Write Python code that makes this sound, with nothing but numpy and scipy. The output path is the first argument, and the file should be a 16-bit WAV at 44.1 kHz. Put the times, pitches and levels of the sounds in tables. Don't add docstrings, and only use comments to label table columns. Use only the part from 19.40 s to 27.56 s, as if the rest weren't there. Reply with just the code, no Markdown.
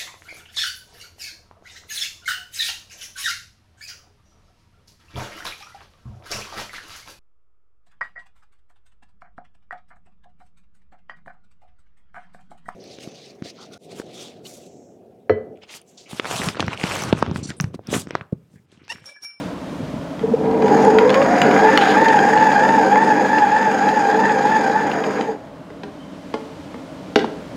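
import sys
import numpy as np
from scipy import signal
from scipy.fft import rfft, irfft
from scipy.io import wavfile
from scipy.ndimage import uniform_filter1d

SR = 44100
rng = np.random.default_rng(int(sys.argv[2]) if len(sys.argv) > 2 else 0)


def to_wav(sig):
    pcm = np.clip(np.atleast_2d(sig), -1, 1) * 32767
    pcm = np.round(pcm).astype(np.int16)
    wavfile.write(sys.argv[1], SR, pcm.T)


N = 359856

# f/Hz, relative density level/dB per Hz
KITCHEN_SPECTRUM = [(15, -51), (25, -16.5), (130, -14.5), (165, -7.5), (189, -6.5), (228, -15), (276, -3.5),
                    (371, -19), (636, -12.5), (728, -21), (1030, -22.5), (2520, -38), (3040, -36.5),
                    (3480, -40), (15800, -63)]
# t/s, drone level/dB, extra treble level/dB
KITCHEN_LEVELS = [(0, -27, -40), (.15, -29.5, -48.5), (.3, -30, -46), (.8, -29.5, -49), (2, -28, -50),
                  (4, -39, -56), (6, -36.5, -63.5), (6.5, -36.5, -55.5), (7, -36.5, -49.5),
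                  (7.5, -35, -50.5), (8.16, -33.5, -49)]
# t/s, peak level/dB, f/Hz, length/s
LOW_BUMPS = [(0.33, -21, 255, 0.0045), (0.405, -15, 227, 0.0062), (0.433, -21, 142, 0.02),
             (0.541, -16, 187, 0.0064), (0.565, -22.5, 230, 0.023), (0.592, -21, 99.4, 0.0095),
             (0.843, -11, 442, 0.023), (0.891, -16, 450, 0.028), (.922, -13.5, 224, 0.03),
             (0.941, -4, 462, 0.014), (7.357, -30, 252, 0.037), (7.845, -12.5, 870, 0.0034)]
# t/s, f/Hz, level/dB, t60/s
PING = (6.598, 3080, -51, .6)
# t/s, crack level/dB, thud level/dB, pitch factor, ring length factor
BODY_KNOCKS = [(6.3021, -46, -31.5, 1.02, 0.87), (6.4335, -31, -28.5, 0.98, 1.7),
               (6.9393, -23.5, -20, 1.05, 1.26), (7.3426, -37, -28.5, 1.09, 0.84),
               (7.758, -5, -3.5, 1.01, 0.86), (7.7908, -18.5, -21, 0.97, 0.6),
               (7.8439, -27, -17, 1.04, 0.37)]
# f/Hz, relative level/dB, t60/s at length factor 1
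BODY_MODES = [(226, -2.5, 0.12), (306, -5.5, 0.1), (421.5, 0, 0.12), (511, -5, 0.087), (630, -7.5, 0.091),
              (792, -3.5, 0.068), (1025, -4, 0.026), (1380, -21.5, 0.12), (1613, -8.5, 0.035),
              (1980, -6.5, 0.03)]
# t/s, level/dB
BOWL_SCRAPE = [(2.39, -39.5), (2.418, -25.5), (2.464, -31.5), (2.514, -29.5), (2.59, -53), (2.62, -45)]
# t/s, level/dB
GEAR_CLATTER = [(1.0, -44.5), (1.5, -34), (1.62, -31), (2.2, -26.5), (2.4, -23.5), (2.62, -28), (2.75, -37),
                (5.35, -39.5), (5.5, -33.5), (5.8, -36), (6.0, -57)]
# f/Hz, width/Hz, relative level/dB
COVER_MODES = [(1285, 400, 1.5), (1622, 67, 0), (2024, 310, -1), (2395, 71, -8.5), (3300, 86, -17)]
# t/s, crack level/dB, ring level/dB, pitch factor
CLEAR_TICKS = [(0.7935, -35, -29, 1), (1.0556, -22, -40, 1.2), (1.2217, -43, -28, 1.23),
               (1.2584, -15, -36, 1.9), (1.28, -10, -25, 1.1), (1.4494, -18, -28, 2.3),
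               (1.5856, 2, -10.5, 1.02), (1.694, -22, -16.5, 1.04), (1.7027, -6, -20, 1.4),
               (1.727, -20, -24, 0.93), (1.7425, 1, -13, 1.17), (1.816, -6, -23, 0.87),
               (1.8254, -17, -24, 1.13), (2.0165, 5, -15, 1.54), (2.111, -2, -20, 0.93),
               (2.3555, -16, -22, 1.06), (2.375, 7.5, -1, 0.89), (2.4124, -22, -16, 1.01),
               (2.6841, -24, -14, 0.97), (2.7671, -12, -31, 0.876), (2.79, -19, -17, 1),
               (2.975, -41, -16, 0.88), (3.1172, -25, -17, 0.82), (3.289, -6, -24, 1.1),
               (3.557, -24, -10, 0.53), (3.9837, -7, -25, 1.24), (4.2286, -18, -25, 1),
               (4.489, -28, -21, 0.97), (4.8928, -20, -19, 0.8), (5.1412, -26, -36, 0.78),
               (5.3617, -28, -34, 1.2), (5.515, -9, -23, 1.06), (5.6386, -14, -19, 0.79),
               (5.8106, -30, -18.5, 0.98)]
# f/Hz, relative level/dB, t60/s at length factor 1
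BOWL_MODES = [(900, -3, .012), (1400, -3, .012), (1950, 0, .01), (2500, -3, .01), (3200, -1, .01),
              (3900, -5, .008), (4800, -8, .008), (6200, -14, .006), (8000, -22, .005)]
# t/s, housing rumble level/dB, brush and fan hiss level/dB, loudest panel drone level/dB
MOTOR_LEVELS = [(0.8, -32, -52, -44), (0.86, -30.5, -62, -33), (1.09, -23, -58.5, -20),
                (1.34, -16, -34, -17), (1.6, -18.5, -37.5, -12), (1.8, -17.5, -36.5, -24),
                (2.05, -13.5, -33, -17.5), (2.4, -17.5, -32, -21.5), (3.2, -18, -33, -23),
                (3.8, -20.5, -35.5, -27), (5.1, -21.5, -36, -25.5), (5.6, -24.5, -39.5, -29.5),
                (5.8, -24, -41, -29.5), (5.91, -30, -46.5, -28), (5.98, -41, -60, -42),
                (6.1, -57, -67, -72)]
# f/Hz, width/Hz, relative level/dB
HOUSING_MODES = [(126, 19, -19.5), (233.2, 59, -2.5), (288.5, 73, 0.5), (391, 28, -4), (519, 52, 0.5),
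                 (628.3, 53, -4), (770.5, 158, 1), (950.6, 34, -5)]
# f/Hz, width/Hz, relative level/dB
PANEL_MODE = [(442.2, 24, 0)]
# f/Hz, level/dB against the rumble, before the boost at the start
MAINS_HUM = [(150, -20), (200, -11.5), (250, -13), (300, -18), (450, -16)]
# f/Hz, relative density level/dB per Hz
HISS_SPECTRUM = [(590, -34), (1000, -3.5), (1290, -3), (1740, 4.5), (2120, -8.5), (2520, -12.5),
                 (3860, -18.5), (6710, -24), (8080, -30.5), (15800, -44.5)]
# f/Hz, width/Hz, relative level/dB
SHELL_MODES = [(2348, 58, -0.5), (4896, 500, 0), (6680, 530, 0.5), (11600, 300, -27), (14300, 430, -31)]
# t/s, unloaded tooth rate f/Hz, force level on the teeth/dB
KNOB_SPEED = [(1.2, 404.2, -39), (1.32, 411, -10.5), (1.5, 430, -18), (1.62, 488, -15.5), (1.81, 550, -11),
              (1.85, 600, -25), (1.91, 720, -16), (2.1, 719.4, -13.5), (2.3, 897.2, -12.5),
              (3.2, 900.9, -14.5), (4.2, 884, -16), (4.4, 899, -17.5), (5.4, 894, -17), (5.55, 730, -23),
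              (5.63, 600, -31), (5.85, 440.4, -27), (5.9, 411.5, -24.5), (5.98, 314.8, -57)]
# t/s of the deepest sag, sag/Hz, recovery time/s
DOUGH_BITES = [(2.44, 110.3, 0.059), (2.54, 95.25, 0.04023), (2.809, 99.7, .17), (3.149, 90.33, 0.081),
               (3.45, 120.1, .11), (3.769, 69.63, 0.16), (4.07, 69.63, .08), (4.35, 120.2, .14),
               (4.65, 94.5, 0.14), (4.971, 94.8, .13), (5.26, 114.7, .09)]
# level/dB, roughness (0-1)
TOOTH_MULTIPLES = [(-0.5, 0.49), (-1.5, 0.4), (-17.5, 0.6), (-22.5, 0.6)]
# f/Hz, transmission level/dB
CASING_RESPONSE = [(330, -7), (420, -12.5), (500, -2), (600, -9.5), (720, -1.5), (760, -13), (800, -0.5),
                   (835, -1.5), (870, -1), (900, 0.5), (1000, -12), (1300, -19), (1610, -9.5), (1670, -11),
                   (1730, -7.5), (2000, -9.5), (2450, -10), (3600, -11)]

TEETH = 38.5
SAG_S = 0.07
LABOUR_DB, LABOUR_S = 12.5, 0.37
RING_LENGTH, LONGER_PER_DB = 2.18, 0.02
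FAINT_TICKS, FAINT_FROM_S, FAINT_TO_S = 12, 1.1, 5.7
FAINT_CRACK_DB, FAINT_RING_DB, FAINT_SPREAD_DB = -27, -35, 3
BAND_EDGE_HZ = 15840

T = np.arange(N) / SR


def gain_of(db):
    return 10 ** (np.asarray(db) / 20)


def evened(x):
    return x / np.sqrt(np.mean(x ** 2) + 1e-20)


def curves(rows):
    s, *columns = np.transpose(rows)
    gate = np.clip(np.minimum(T - s[0], s[-1] - T) / 0.018, 0, 1)
    return [np.interp(T, s, c) for c in columns] + [gate]


def wander(hz):
    return evened(signal.lfilter(*signal.butter(2, hz, fs=SR), rng.standard_normal(N)))


def resonate(x, hz, width):
    turn = np.exp(2j * np.pi * np.cumsum(hz * np.ones(len(x))) / SR)
    r = np.exp(-np.pi * width / SR)
    smooth = signal.lfilter([(1 - r) ** 2], [1, -2 * r, r * r], x / turn)
    return 2 * (turn * smooth).real


def ring(x, modes):
    out = 0
    for hz, width, db in modes:
        peak = np.hstack(signal.iirpeak(hz, hz / width, SR))
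        out = out + gain_of(db) * evened(signal.sosfilt([peak, peak], x))
    return evened(out)


def noise(points, patchy_db, size):
    hz, (f, db) = np.fft.rfftfreq(size, 1 / SR), np.transpose(points)
    a, b, patches = rng.standard_normal((4 * N // size + 5, len(hz), 3)).T
    patches = uniform_filter1d(uniform_filter1d(patches, size=12, axis=0), size=12, axis=1)
    shape_db = np.interp(np.log(hz + 1), np.log(f + 1), db)[:, None]
    spectra = (a + 1j * b) * gain_of(shape_db + patchy_db * evened(patches))
    return evened(signal.istft(spectra, nperseg=size, noverlap=size - size // 4)[1][:N])


def blows(rows, modes, crack_hz, crack_t60, rattle_db, rattle_t60):
    out, t = np.zeros(N + 6000), np.arange(6000) / SR
    band = signal.butter(3, [900, crack_hz], "band", fs=SR)
    onset = 1 - np.exp(-t / 0.00069)
    for s, crack_db, ring_db, pitch, length in rows:
        tones = 0
        for k, (hz, db, t60) in enumerate(modes):
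            level_chance, pitch_chance = rng.standard_normal(2)
            mode_hz = hz * pitch * (1 + 0.022 * pitch_chance)
            decay = gain_of(db + 2 * level_chance - 60 * t / (t60 * length))
            tones = tones + (-1) ** k * decay * np.sin(2 * np.pi * mode_hz * t)
        grit = rng.standard_normal(len(t))
        grit = signal.lfilter(*band, grit) + 0.016 * grit
        fade = gain_of(-60 * t / (crack_t60 * length))
        rattle = gain_of(rattle_db - 60 * t / rattle_t60)
        blow = gain_of(crack_db) * grit * (fade + rattle) + gain_of(ring_db) * tones
        at = round(s * SR)
        out[at:at + len(t)] += blow * onset
    return out[:N]


def room(x):
    t = np.arange(12000) / SR
    tail = rng.standard_normal(len(t)) * (t > 0.006)
    low = resonate(tail, 0, 3700) / 2
    tail = low * gain_of(-60 * t / 0.58) + (tail - low) * gain_of(-60 * t / 0.39)
    return signal.oaconvolve(x, tail / np.linalg.norm(tail))[:N]


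def kitchen():
    drone_db, treble_db, _ = curves(KITCHEN_LEVELS)
    drone = noise(KITCHEN_SPECTRUM, 0.59, size=4096)
    treble = ring(rng.standard_normal(N), [(1510, 4050, 11), (4870, 2500, -26.5)])
    return gain_of(drone_db) * drone + gain_of(treble_db) * treble


def bumps():
    out, t = np.zeros(N), np.arange(-3000, 3000) / SR
    for s, db, hz, length in LOW_BUMPS:
        swell = np.exp(-(np.where(t < 0, 3.5, 1.6) * t / length) ** 2)
        out[round(s * SR) - 3000:][:6000] += gain_of(db) * np.cos(2 * np.pi * hz * t) * swell
    return out


def breathy_ping():
    s, hz, db, t60 = PING
    t = T - s
    decay = gain_of(db - 60 * abs(t) / t60) * (t > 0)
    return decay * ring(rng.standard_normal(N), [(hz, 120, 0)])


def body_knocks():
    return blows(BODY_KNOCKS, BODY_MODES, 4580, 0.02, 0.5, 0.039)


def scrape():
    db, gate = curves(BOWL_SCRAPE)
    grit = rng.standard_normal(N) * gain_of(2.0 * wander(298))
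    return gate * gain_of(db) * ring(grit, [(3000, 2000, 0), (7000, 8000, -29)])


def clatter():
    db, gate = curves(GEAR_CLATTER)
    size = gain_of(4.2 * np.minimum(rng.exponential(1, N), 5)) * rng.standard_normal(N)
    taps = size * (rng.random(N) < 2500 / SR)
    return gate * gain_of(db + 2.3 * wander(23)) * ring(taps, COVER_MODES)


def ticks():
    when = rng.uniform(FAINT_FROM_S, FAINT_TO_S, FAINT_TICKS)
    crack, ringing, pitch = rng.standard_normal((3, FAINT_TICKS))
    crack_db = FAINT_CRACK_DB + FAINT_SPREAD_DB * crack
    ring_db = FAINT_RING_DB + FAINT_SPREAD_DB * ringing
    faint = zip(when, crack_db, ring_db, np.exp(0.15 * pitch))
    rows = [(*row, RING_LENGTH + LONGER_PER_DB * row[2]) for row in [*CLEAR_TICKS, *faint]]
    return blows(rows, BOWL_MODES, 2820, 0.013, -21, 0.021)


def mains_hum():
    hum = 0
    for hz, db in MAINS_HUM:
        tone = np.sqrt(2) * np.sin(2 * np.pi * (hz * T + rng.random()))
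        hum = hum + gain_of(db + 2.34 * wander(3.2)) * tone
    start_s = MOTOR_LEVELS[0][0]
    return hum * gain_of(LABOUR_DB * np.exp(-abs(T - start_s) / LABOUR_S))


def motor(shaft):
    rumble_db, hiss_db, panel_db, gate = curves(MOTOR_LEVELS)
    drive = rng.standard_normal(N) * gain_of(2.0 * wander(26))
    rumble = gain_of(rumble_db + 0.83 * wander(5)) * (ring(drive, HOUSING_MODES) + mains_hum())
    panel = gain_of(panel_db + 2.1 * wander(8)) * ring(drive, PANEL_MODE)
    brush_catch = gain_of(1.5 * wander(43)) * (1 + 0.2 * shaft)
    wide_hiss = gain_of(7) * noise(HISS_SPECTRUM, 2.1, size=1024)
    shell = gain_of(-5) * ring(rng.standard_normal(N), SHELL_MODES)
    hiss = gain_of(hiss_db) * (wide_hiss + shell) * brush_catch
    return gate * (rumble + panel + hiss)


def tooth_rate(free_hz):
    sag_hz = 0
    for s, hz, recovery_s in DOUGH_BITES:
        sag_hz = sag_hz + hz * np.exp(-((T - s) / np.where(T < s, SAG_S, recovery_s)) ** 2)
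    return free_hz - sag_hz


def gear_whine(tooth_hz, tooth_cycles, force_db, load):
    flicker_db = 2.2 * wander(12)
    turn_phase = 2 * np.pi * tooth_cycles / TEETH
    wobble = 0.3 * np.sin(3 * turn_phase) + 0.25 * np.sin(5 * turn_phase)
    mesh = 0
    for k, (db, rough) in enumerate(TOOTH_MULTIPLES, 1):
        clean = np.sqrt(2) * np.cos(k * (2 * np.pi * tooth_cycles + wobble)) * gain_of(1.4 * wander(22))
        fuzz = evened(resonate(rng.standard_normal(N), k * tooth_hz, 70 * k ** 1.6))
        blend = np.sqrt(1 - rough ** 2) * clean + rough * fuzz
        mesh = mesh + gain_of(force_db + flicker_db + db) * blend
    f, through_db = np.transpose(CASING_RESPONSE)
    casing = gain_of(np.interp(np.log(np.fft.rfftfreq(N, 1 / SR) + 1), np.log(f), through_db))
    whine = irfft(rfft(mesh * load) * casing, N)
    return whine + gain_of(-9) * room(whine)


def mixer():
    free_hz, force_db, gate = curves(KNOB_SPEED)
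    tooth_hz = tooth_rate(free_hz)
    tooth_cycles = np.cumsum(tooth_hz * (1 + 0.007845 * wander(29.4) + 0.004 * wander(7.8))) / SR
    swing = 0
    for k, share in ((1, 0.32), (2, 0.13), (3, 0.29)):
        swing = swing + share * np.cos(2 * np.pi * k * tooth_cycles / TEETH + 1.26 * wander(2.8))
    shaft = gate * swing
    return gear_whine(tooth_hz, tooth_cycles, force_db, gate * (1 + shaft)) + motor(shaft)


def scene():
    taps, knocks = ticks(), body_knocks()
    echo = room(gain_of(-12) * taps + gain_of(-8) * knocks)
    small = bumps() + breathy_ping() + scrape() + clatter()
    return (kitchen() + small + taps + knocks + echo + mixer())[None]


def record(dry):
    thin = signal.lfilter(*signal.butter(2, 70, "high", fs=SR), dry)
    fall_db = T * 350.0
    peak_db = 20 * np.log10(abs(thin) + 1e-9)
    held_db = np.maximum.accumulate(peak_db + fall_db, axis=1) - fall_db
    over_db = np.maximum(held_db + 5.5, 0)
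    duck_db = 0.35 * uniform_filter1d(over_db, size=90, origin=44)
    clipped = np.clip(thin / gain_of(duck_db), -1, 1)
    band_limit = signal.firwin(511, BAND_EDGE_HZ, window=("kaiser", 9), fs=SR)
    return signal.oaconvolve(clipped, band_limit[None], "same")


dry = scene()
out = record(dry)
to_wav(out)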